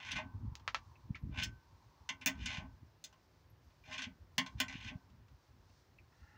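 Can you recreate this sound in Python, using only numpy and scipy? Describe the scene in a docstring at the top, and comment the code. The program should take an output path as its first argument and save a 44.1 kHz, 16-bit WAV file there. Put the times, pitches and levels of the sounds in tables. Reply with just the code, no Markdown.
"""A steel scissor jack is cranked by hand under a car in a walled yard: crank blows (short noise chatter)
and screw rasps (dense random clicks) both ring one steel frame (decaying sines over dense noise).
Dry knocks (pulse, ring, echo), hollow ticks (narrow noise bursts) and faint pings (single sines) sound nearby.
Wind buffets the microphone (slow noise and single puffs); rumble, air, hiss and a hum near 1 kHz, which also
rises during the cranking, lie under it all (filtered noise). A thin whine (resonant noise) swells at the end."""
import sys
import numpy as np
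from scipy import signal
from scipy.fft import rfft, irfft
from scipy.io import wavfile
from scipy.ndimage import uniform_filter1d

SR = 44100
rng = np.random.default_rng(int(sys.argv[2]) if len(sys.argv) > 2 else 0)


def store_wav(level_fs):
    """Save 16-bit WAV to argv[1]."""
    pcm = np.round(np.clip(np.atleast_2d(level_fs), -1, 1) * 32767)
    wavfile.write(sys.argv[1], SR, pcm.T.astype(np.int16))


N = 281257
TIME = np.arange(N) / SR


def from_db(db):
    """Amplitude ratio of a level in dB."""
    return 10 ** (np.asarray(db) / 20)


def rms_one(x):
    """Scale to an RMS of 1."""
    return x / np.sqrt(np.mean(x ** 2) + 1e-20)


def in_time(rows):
    """Each column after t/s, interpolated linearly over the whole scene."""
    t_s, *columns = np.transpose(rows)
    return [np.interp(TIME, t_s, column) for column in columns]


def at_hz(points, hz, axis=1):
    """One column of a frequency table, interpolated on log frequency."""
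    points = np.array(points)
    return np.interp(np.log(hz), np.log(points[:, 0]), points[:, axis])


def band(x, low_hz, high_hz, order=2):
    """Causal Butterworth band-pass."""
    sos = signal.butter(order, [low_hz, high_hz], "band", fs=SR, output="sos")
    return signal.sosfilt(sos, x + 1e-18)


def colour(x, points):
    """Causal filter with a (f/Hz, level/dB) curve; the folded cepstrum gives minimum phase."""
    size = len(x) + len(x) % 2
    hz = np.maximum(np.fft.rfftfreq(size, 1 / SR), 1)
    log_gain = np.log(from_db(at_hz(points, hz)))
    cepstrum = irfft(log_gain, size)
    cepstrum[1:size // 2] *= 2
    cepstrum[size // 2 + 1:] = 0
    response = np.exp(rfft(cepstrum))
    return irfft(rfft(x, size) * response, size)[:len(x)]


def drift(rate_hz):
    """Slow random curve of RMS 1: noise through two equal one-pole low-passes."""
    r = np.exp(-2 * np.pi * rate_hz / SR)
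    white = rng.standard_normal(N + SR)
    settled = signal.lfilter([1], [1, -2 * r, r * r], white)[SR:]
    return rms_one(settled)


def dying(t60_s, size):
    """Exponential decay, -60 dB at t60_s."""
    return from_db(-60 * np.arange(size) / SR / t60_s)


def modes(table, size):
    """Sum of decaying sines: the answer of a set of modes to one click."""
    time = TIME[:size]
    return sum(from_db(db) * dying(t60_s, size) * np.sin(2 * np.pi * hz * time) for hz, db, t60_s in table)


# frequency ranges in which the jack is driven: low f/Hz, high f/Hz
RANGES_HZ = [(150, 420), (520, 1250), (1250, 2600), (2600, 4200), (4200, 7500), (7500, 12000),
             (12000, 18000)]
# screw turning in its nut, one curve a stroke: t/s, level/dB (upper five ranges), body level/dB (lower two)
RASP_STROKES = [
    [(0.0, -51, -60), (0.012, -63.5, -68), (0.03, -54, -73.5), (0.09, -50.5, -72), (0.128, -48.5, -67),
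     (0.142, -57.5, -63), (0.166, -41.5, -51.5), (0.192, -52, -44.5), (0.27, -96, -82.5)],
    [(1.3, -81, -73), (1.35, -61, -60.5), (1.384, -45.5, -61), (1.414, -47.5, -79), (1.43, -41, -73),
     (1.445, -92, -80), (1.5, -75, -81)],
    [(2.34, -66, -79), (2.368, -69.5, -85), (2.41, -55.5, -90), (2.452, -55.5, -80), (2.486, -45.5, -61),
     (2.586, -52.5, -53.5), (2.604, -68, -52.5), (2.638, -75, -58), (2.7, -99, -119)],
    [(3.845, -71.5, -80), (3.86, -64, -64.5), (3.912, -57.5, -56.5), (3.922, -49, -63), (3.942, -47, -61),
     (3.976, -59, -77), (3.988, -47, -73), (4.03, -50, -79), (4.038, -45.5, -70), (4.076, -100, -79),
     (4.1, -64, -96)],
    [(4.565, -82.5, -90), (4.583, -61.5, -98), (4.594, -54.5, -70)],
    [(4.695, -56, -64), (4.723, -53, -61), (4.76, -55, -86), (4.8, -62.5, -68)],
    [(4.8, -54, -76), (4.838, -54.5, -73), (4.89, -49.5, -71.5), (4.916, -69.5, -55.5), (4.956, -88.5, -95)],
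]
# per stroke: extra brightness/dB
RASP_BRIGHT_DB = [0, 3.5, 0, 0, 4, 0.5, -2]
# per range: colour of a plain stroke, level/dB
RASP_COLOUR_DB = [-16, 1, 0, -3.5, -9.5, -37, -54]
# per range: share of the brightness [dB/dB]
RASP_BRIGHT_SHARE = [-3.5, 1, 0, 0.7, 0.4, 1, 0]
SLIPS_PER_S, SLIP_SPREAD_DB, SLIP_FLUTTER_DB = 800, 5.5, 2.5
RASP_BRIGHT_DB_PER_DB, RASP_PLAIN_DB = 0.2466, -48.5   # louder is brighter
RASP_WANDER_DB = 2   # the contact moves, so each range swells on its own


def rasps():
    """Force on the frame, range by range: the thread slips in dense uneven clicks."""
    clicks = (rng.random(N) < SLIPS_PER_S / SR) * rng.choice([-1, 1], N)
    spread_db = SLIP_SPREAD_DB * np.minimum(rng.exponential(1, N), 4)
    slips = clicks * from_db(spread_db + SLIP_FLUTTER_DB * drift(90))
    slips /= np.sqrt(uniform_filter1d(slips ** 2, size=900) + 1e-9)   # slip strength is evened out over 20 ms
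    force = np.zeros((len(RANGES_HZ), N))
    for stroke, bright_db in zip(RASP_STROKES, RASP_BRIGHT_DB):
        level_db, body_db = in_time(stroke)
        turning = (TIME >= stroke[0][0]) & (TIME <= stroke[-1][0])
        bright_db = bright_db + RASP_BRIGHT_DB_PER_DB * (level_db - RASP_PLAIN_DB)
        shape_db = np.array(RASP_COLOUR_DB)[:, None] + np.outer(RASP_BRIGHT_SHARE, bright_db)
        range_db = np.array(2 * [body_db] + 5 * [level_db])
        force += turning * from_db(range_db + shape_db)
    wander_db = RASP_WANDER_DB * np.array([drift(15) for _ in RANGES_HZ])
    return force * from_db(wander_db) * rms_one(slips)


# clear modes of the jack frame: f/Hz, level/dB, t60/s
FRAME_MODES = [(266, -4, .17), (628, -7, .12), (800, -13, .12), (910, -11, .12), (1055, -7, .2),
               (4400, -14, .08), (1528, -17, .42), (1558, -18, .25), (1700, -12, .08), (1865, -7, .09),
               (1914, -7, .1), (2014, -1, .09), (2067, -3, .09), (2212, -12, .11), (2307, -10, .15),
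               (2465, -8, .08), (2792, -6, .09), (2892, -4, .08), (3145, -6, .08), (3208, -9, .11),
               (3308, -4, .09), (3497, -6, .09), (4250, -15, .09), (4678, -14, .08), (5082, -14, .07),
               (5377, -9, .075), (6040, -12, .05), (6369, -11, .07), (6720, -13, .07), (9200, -20, .05)]
# countless small modes and the underside of the car: f/Hz, relative density/dB per Hz, t60/s
DENSE_MODES = [(200, -3.5, 0.24), (444, -33, 0.18), (800, -5, 0.3), (1510, -4, 0.18), (2700, 5, 0.11),
               (4180, -2.5, 0.083), (6900, -9, 0.11), (10520, -4, 0.049), (16000, -7, .075)]
DENSE_DB, CONTACT_DB = 10.5, 28.5


def frame_answer(size=26000):
    """Clear modes over noise that dies band by band, led by the bare click of the contact."""
    edges_hz = 140 * 2 ** np.arange(0, 7.1, .5)
    white = rng.standard_normal((2, size))
    dense = 0
    for k, (low_hz, high_hz) in enumerate(zip(edges_hz, edges_hz[1:])):
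        hz = np.sqrt(low_hz * high_hz)
        decay = dying(at_hz(DENSE_MODES, hz, axis=2), size)
        dense = dense + from_db(at_hz(DENSE_MODES, hz)) * band(white[k % 2], low_hz, high_hz) * decay
    click = from_db(CONTACT_DB) * (np.arange(size) == 0)
    contact = band(click, 1500, 18000, order=1)
    return modes(FRAME_MODES, size) + from_db(DENSE_DB) * dense + contact


# microphone response: f/Hz, level/dB
MICROPHONE = [(100, -5), (6800, -6.5), (8000, -19), (12500, -22.5), (14500, -8), (15600, 9.5),
              (17000, -12.5)]
# the frame radiates poorly between its mode families: f/Hz, level/dB
RADIATION = [(330, 0), (400, -14), (560, -14), (610, 0), (1100, 0), (1200, -9), (1450, -9), (1510, 0),
             (3600, 0), (3900, -4), (5450, 0), (5700, -8), (5950, 0)]


def jack():
    """Blows and slips ring the same steel; a blow is scaled by the answer's peak, a rasp by its energy."""
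    answer, out = frame_answer(), 0
    for blow, slip, (low_hz, high_hz) in zip(clanks(), rasps(), RANGES_HZ):
        part = band(answer, low_hz, high_hz)
        heard = colour(part, MICROPHONE)
        force = blow / np.abs(heard).max() + slip / np.sqrt(np.sum(heard ** 2))
        out = signal.fftconvolve(force, part)[:N] - out   # alternate signs add up where ranges meet
    return colour(out, RADIATION)


# wind on the microphone: t/s, mean level/dB
WIND = [(0.0, -63), (0.16, -50.5), (0.3, -53), (0.36, -46), (0.5, -46.5), (0.56, -53.5), (1.06, -60.5),
        (1.11, -48), (1.17, -57), (1.24, -48.5), (1.45, -48.5), (1.6, -66.5), (2.2, -67), (2.46, -48),
        (2.54, -50), (2.64, -49.5), (2.8, -61), (2.96, -71.5), (3.5, -70), (3.6, -65), (4.1, -59),
        (4.45, -66.5), (4.6, -48), (4.93, -53), (5.0, -65.5), (5.18, -59), (5.3, -66.5), (5.6, -61),
        (5.85, -70.5), (5.95, -63.5), (6.38, -66.5)]
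# single strong puffs: t/s, level/dB, f/Hz
PUFFS = [(0.35, -43, 92), (0.432, -37.5, 86), (0.477, -34, 77), (0.519, -34.5, 90), (1.105, -28, 130),
         (1.235, -31, 89), (1.294, -35.5, 175), (2.582, -34.5, 108), (2.831, -50, 189), (4.07, -46, 120),
         (4.554, -34.5, 86), (4.754, -37, 170), (4.955, -35, 120)]
PUFF_CYCLES = 0.28
WIND_LUMP_DB, WIND_SWELL_DB = 4, 2
# upper band relative to the lower one: its share grows with the wind
WIND_UPPER_DB, WIND_UPPER_SWAY_DB, WIND_UPPER_DB_PER_DB = -14.5, 3, 0.56


def wind():
    """Eddies push the diaphragm in lumps of a few slow cycles; the strongest come as single puffs."""
    level_db = in_time(WIND)[0] + WIND_SWELL_DB * drift(3.5)
    white = rng.standard_normal(N) * from_db(WIND_LUMP_DB * drift(23))
    low = rms_one(band(white, 46, 116.0, order=3))
    upper = rms_one(band(white, 113.4, 242, order=3))
    upper_db = WIND_UPPER_DB + WIND_UPPER_DB_PER_DB * (level_db + 63.5) + WIND_UPPER_SWAY_DB * drift(6)
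    eddies = from_db(level_db) * (low + from_db(upper_db) * upper)
    puffs = 0
    for t_s, db, hz in PUFFS:
        cycles = (TIME - t_s) * hz
        swell = np.exp(-.5 * (cycles / PUFF_CYCLES - 1) ** 2)
        puffs = puffs + from_db(db) * swell * np.sin(2 * np.pi * cycles)
    return band(eddies + puffs, 49, 690)


# hum near 1 kHz, which also rises during the cranking: t/s, mean level/dB
HUM = [(0.0, -67), (0.87, -71.5), (1.3, -79), (2.0, -72.5), (2.5, -70.5), (3.0, -87), (4.4, -83),
       (4.7, -67.5), (5.0, -78.5), (6.38, -88.5)]
# spectrum of air and hiss: f/Hz, relative density/dB per Hz
AIR = [(88, -27.5), (150, 5.5), (190, -8.5), (376, -4), (414, -10), (662, -10), (1060, -11), (1190, -12),
       (1600, -12), (2500, -17.5), (5570, -25), (8230, -35), (13400, -34.5), (15100, -22.5), (16000, -34.5)]
AIR_DB, RUMBLE_DB, WHISPER_DB = -73.5, -81.5, -84
HISS_CUTOFF_HZ = 16200


def background():
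    """Filtered noises: air, low rumble, hiss near 5 kHz, and a hum near 1 kHz that rises and falls."""
    white = rng.standard_normal((4, N))
    air = from_db(AIR_DB) * rms_one(colour(white[0], AIR))
    air = signal.sosfilt(signal.cheby2(20, 60, HISS_CUTOFF_HZ, fs=SR, output="sos"), air)
    rumble = from_db(RUMBLE_DB + 1.3 * drift(1.1)) * rms_one(band(white[1], 160, 700))
    hum = from_db(in_time(HUM)[0] + 0.5 * drift(10)) * rms_one(band(white[2], 860, 1105))
    whisper = from_db(WHISPER_DB + 2.5 * drift(3)) * rms_one(band(white[3], 3700, 6200))
    return air + rumble + hum + whisper


# crank against frame: t/s, level/dB, extra body/dB, extra brightness/dB, extra edge/dB, chatter decay/s
CLANKS = [(0.1165, -32.5, -10, 6.5, -26, 0.0017), (1.4335, -42, -20, 18, 9, 0.0058),
          (2.0903, -28, 2.5, 0, -9, 0.0033), (2.212, -38, -3, -6, -9, 0.017),
          (2.2603, -22.5, -2, -3.5, 30.5, 0.001), (2.2698, -26, 3.5, 0.5, 22, 0.0073),
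          (2.416, -46, -9, -11, -16, 0.004), (2.4581, -31.5, -6, 7, -14.5, 0.0042),
          (3.0402, -49, -21.5, 17.5, 12.5, 0.006), (3.1273, -67, 15.5, 8, -4.5, 0.0007),
          (3.701, -66, 7.5, -4, 4.5, 0.0023), (3.8382, -53, 0, -10.5, 0, 0.0026),
          (3.916, -33, -21.5, -16, -20, 0.0036), (3.9797, -33, 0, 1, -30, 0.0024),
          (4.0193, -33.5, 0, 1.5, -18, 0.0036), (4.3807, -19.5, 1.5, -0.5, 6.5, 0.0016),
          (4.4627, -39, 6.5, -1, -8.5, 0.0036), (4.6012, -21.5, 0.5, -0.5, 17, 0.002),
          (4.6817, -35.5, -13, -0.5, -15, 0.0025)]
# per range: colour of a plain blow, level/dB
CLANK_COLOUR_DB = [-16, -22, -2.5, -7.5, -3, -13.5, -34]
# per range: share of the extra body [dB/dB]
CLANK_BODY_SHARE = [0.017, 2.1, 0, 0.43, 0.11, 0.15, 0.63]
# per range: share of the extra brightness [dB/dB]
CLANK_BRIGHT_SHARE = [0.14, 0, 0.047, 0.58, 1.05, 0.99, 0.087]
# per range: share of the extra edge [dB/dB]
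CLANK_EDGE_SHARE = [0.15, 0.13, 0.022, 0, 0.091, 0.54, 0.96]
THUMP_S = .025   # the car keeps rocking on the jack, so the lowest range is pushed longer


def clanks():
    """Force on the frame: each blow is decaying noise chatter, as strong as one click in every range."""
    force, size = np.zeros((len(RANGES_HZ), N)), 4000
    hz = np.fft.rfftfreq(2 * size, 1 / SR)
    shares = np.array([CLANK_BODY_SHARE, CLANK_BRIGHT_SHARE, CLANK_EDGE_SHARE])
    for t_s, level_db, body_db, bright_db, edge_db, chatter_s in CLANKS:
        decay_s = np.array([THUMP_S] + 6 * [np.clip(chatter_s, .0002, .01)])
        chatter = rng.standard_normal(size) * np.exp(-TIME[:size] / decay_s[:, None])
        power = np.abs(rfft(chatter, 2 * size)) ** 2
        strength = np.sqrt([p[(hz > low) & (hz < high)].mean() for p, (low, high) in zip(power, RANGES_HZ)])
        shape_db = CLANK_COLOUR_DB + np.array([body_db, bright_db, edge_db]) @ shares
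        gain = from_db(level_db + shape_db) / strength
        at = round(t_s * SR)
        force[:, at:at + size] += gain[:, None] * chatter
    return force


# dry knocks: t/s, level/dB, centre f/Hz, width/octaves, echo level/dB
KNOCKS = [(0.553, -25, 4750, 2.9, -31), (0.596, -49, 2300, 3.9, -19), (0.677, -15, 1410, 1.4, -25.5),
          (0.745, -14.5, 1380, 1.47, -24), (1.153, -36, 2010, 0.39, -17.5), (5.1, -58.5, 2960, 1.5, -17.5),
          (5.282, -50, 2420, 2.8, -23), (5.695, -55, 2200, 2.2, -20.5)]
# woody ring of a knock: f/Hz, relative level/dB, t60/s
KNOCK_MODES = [(1153, -22, 0.27), (1330, 1, 0.053), (1760, -10, 0.028), (2713, -5, 0.064),
               (3260, -6, 0.035), (3230, -35, 0.048)]
KNOCK_RING_DB, KNOCK_TAIL_T60_S = -8, 0.1
KNOCK_DELAY_S = .0012   # pulse starts this long after the listed time


def knocks():
    """One hard pulse, then a short woody ring and a scattered echo from car and walls."""
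    out, size = np.zeros(N + 8000), 8000
    ring = from_db(KNOCK_RING_DB) * modes(KNOCK_MODES, size)
    for t_s, level_db, hz, octaves, echo_db in KNOCKS:
        echo = rng.standard_normal(size) * dying(KNOCK_TAIL_T60_S, size)
        knock = from_db(echo_db) * (ring + echo)
        knock[0] += 1
        spread = 2 ** np.clip(octaves / 2, .1, 1.5)
        knock = band(knock, hz / spread, min(hz * spread, 18000), order=1)
        knock = band(knock, 620, 6400)
        at = round((t_s + KNOCK_DELAY_S) * SR)
        out[at:at + size] += from_db(level_db) * knock / np.abs(knock[:100]).max()
    return out[:N]


# small hollow ticks: t/s, level/dB, f/Hz
TICKS = [(0.955, -54, 2400), (1.1464, -37, 2360), (5.985, -48, 2390)]
TICK_HALF_WIDTH_HZ, TICK_T60_S = 200, 0.061


def ticks():
    """Quickly dying noise through a narrow band."""
    out, size = np.zeros(N), 5000
    for t_s, level_db, hz in TICKS:
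        noise = rng.standard_normal(size) * dying(TICK_T60_S, size)
        burst = band(noise, hz - TICK_HALF_WIDTH_HZ, hz + TICK_HALF_WIDTH_HZ)
        at = round(t_s * SR)
        out[at:at + size] += from_db(level_db) * burst / np.abs(burst).max()
    return out


# faint high pings: t/s, level/dB, f/Hz, t60/s
PINGS = [(1.1987, -79, 11720, 0.14), (3.497, -68, 11720, 0.087), (3.6416, -82, 11720, 0.13),
         (3.8417, -79, 11720, 0.1)]
PING_RISE_S = 0.0048


def pings():
    """Single thin modes, softly started."""
    out, size = np.zeros(N), 8000
    rise = 1 - np.exp(-TIME[:size] / PING_RISE_S)
    for t_s, level_db, hz, t60_s in PINGS:
        at = round(t_s * SR)
        out[at:at + size] += modes([(hz, level_db, t60_s)], size) * rise
    return out


# faint thin whine: t/s, level/dB
WHINE = [(6.12, -86.5), (6.128, -72), (6.18, -82.5), (6.196, -74), (6.37, -67)]
# its resonances: f/Hz, half width/Hz, relative level/dB
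WHINE_PEAKS = [(852, 44, -4), (1385, 51, 0.5), (1820, 120, 2), (1985, 40, -8), (2600, 35, -13),
               (2790, 23, -11)]


def whine():
    """Noise through a few narrow resonances."""
    white, out = rng.standard_normal(N), 0
    for hz, half_width_hz, db in WHINE_PEAKS:
        out = out + from_db(db) * rms_one(band(white, hz - half_width_hz, hz + half_width_hz))
    sounding = TIME > WHINE[0][0]
    return sounding * from_db(in_time(WHINE)[0]) * rms_one(out)


def scene():
    """Jack, knocks and ticks take the microphone colour; the other layers are added as they are."""
    struck = colour(jack() + knocks() + ticks(), MICROPHONE)
    return (struck + pings() + whine() + wind() + background())[None]


CUTOFF_HZ = 17350


def record(dry):
    """A steep low-pass cuts the top."""
    return signal.sosfilt(signal.cheby2(12, 70, CUTOFF_HZ, fs=SR, output="sos"), dry)


dry = scene()
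out = record(dry)
store_wav(out)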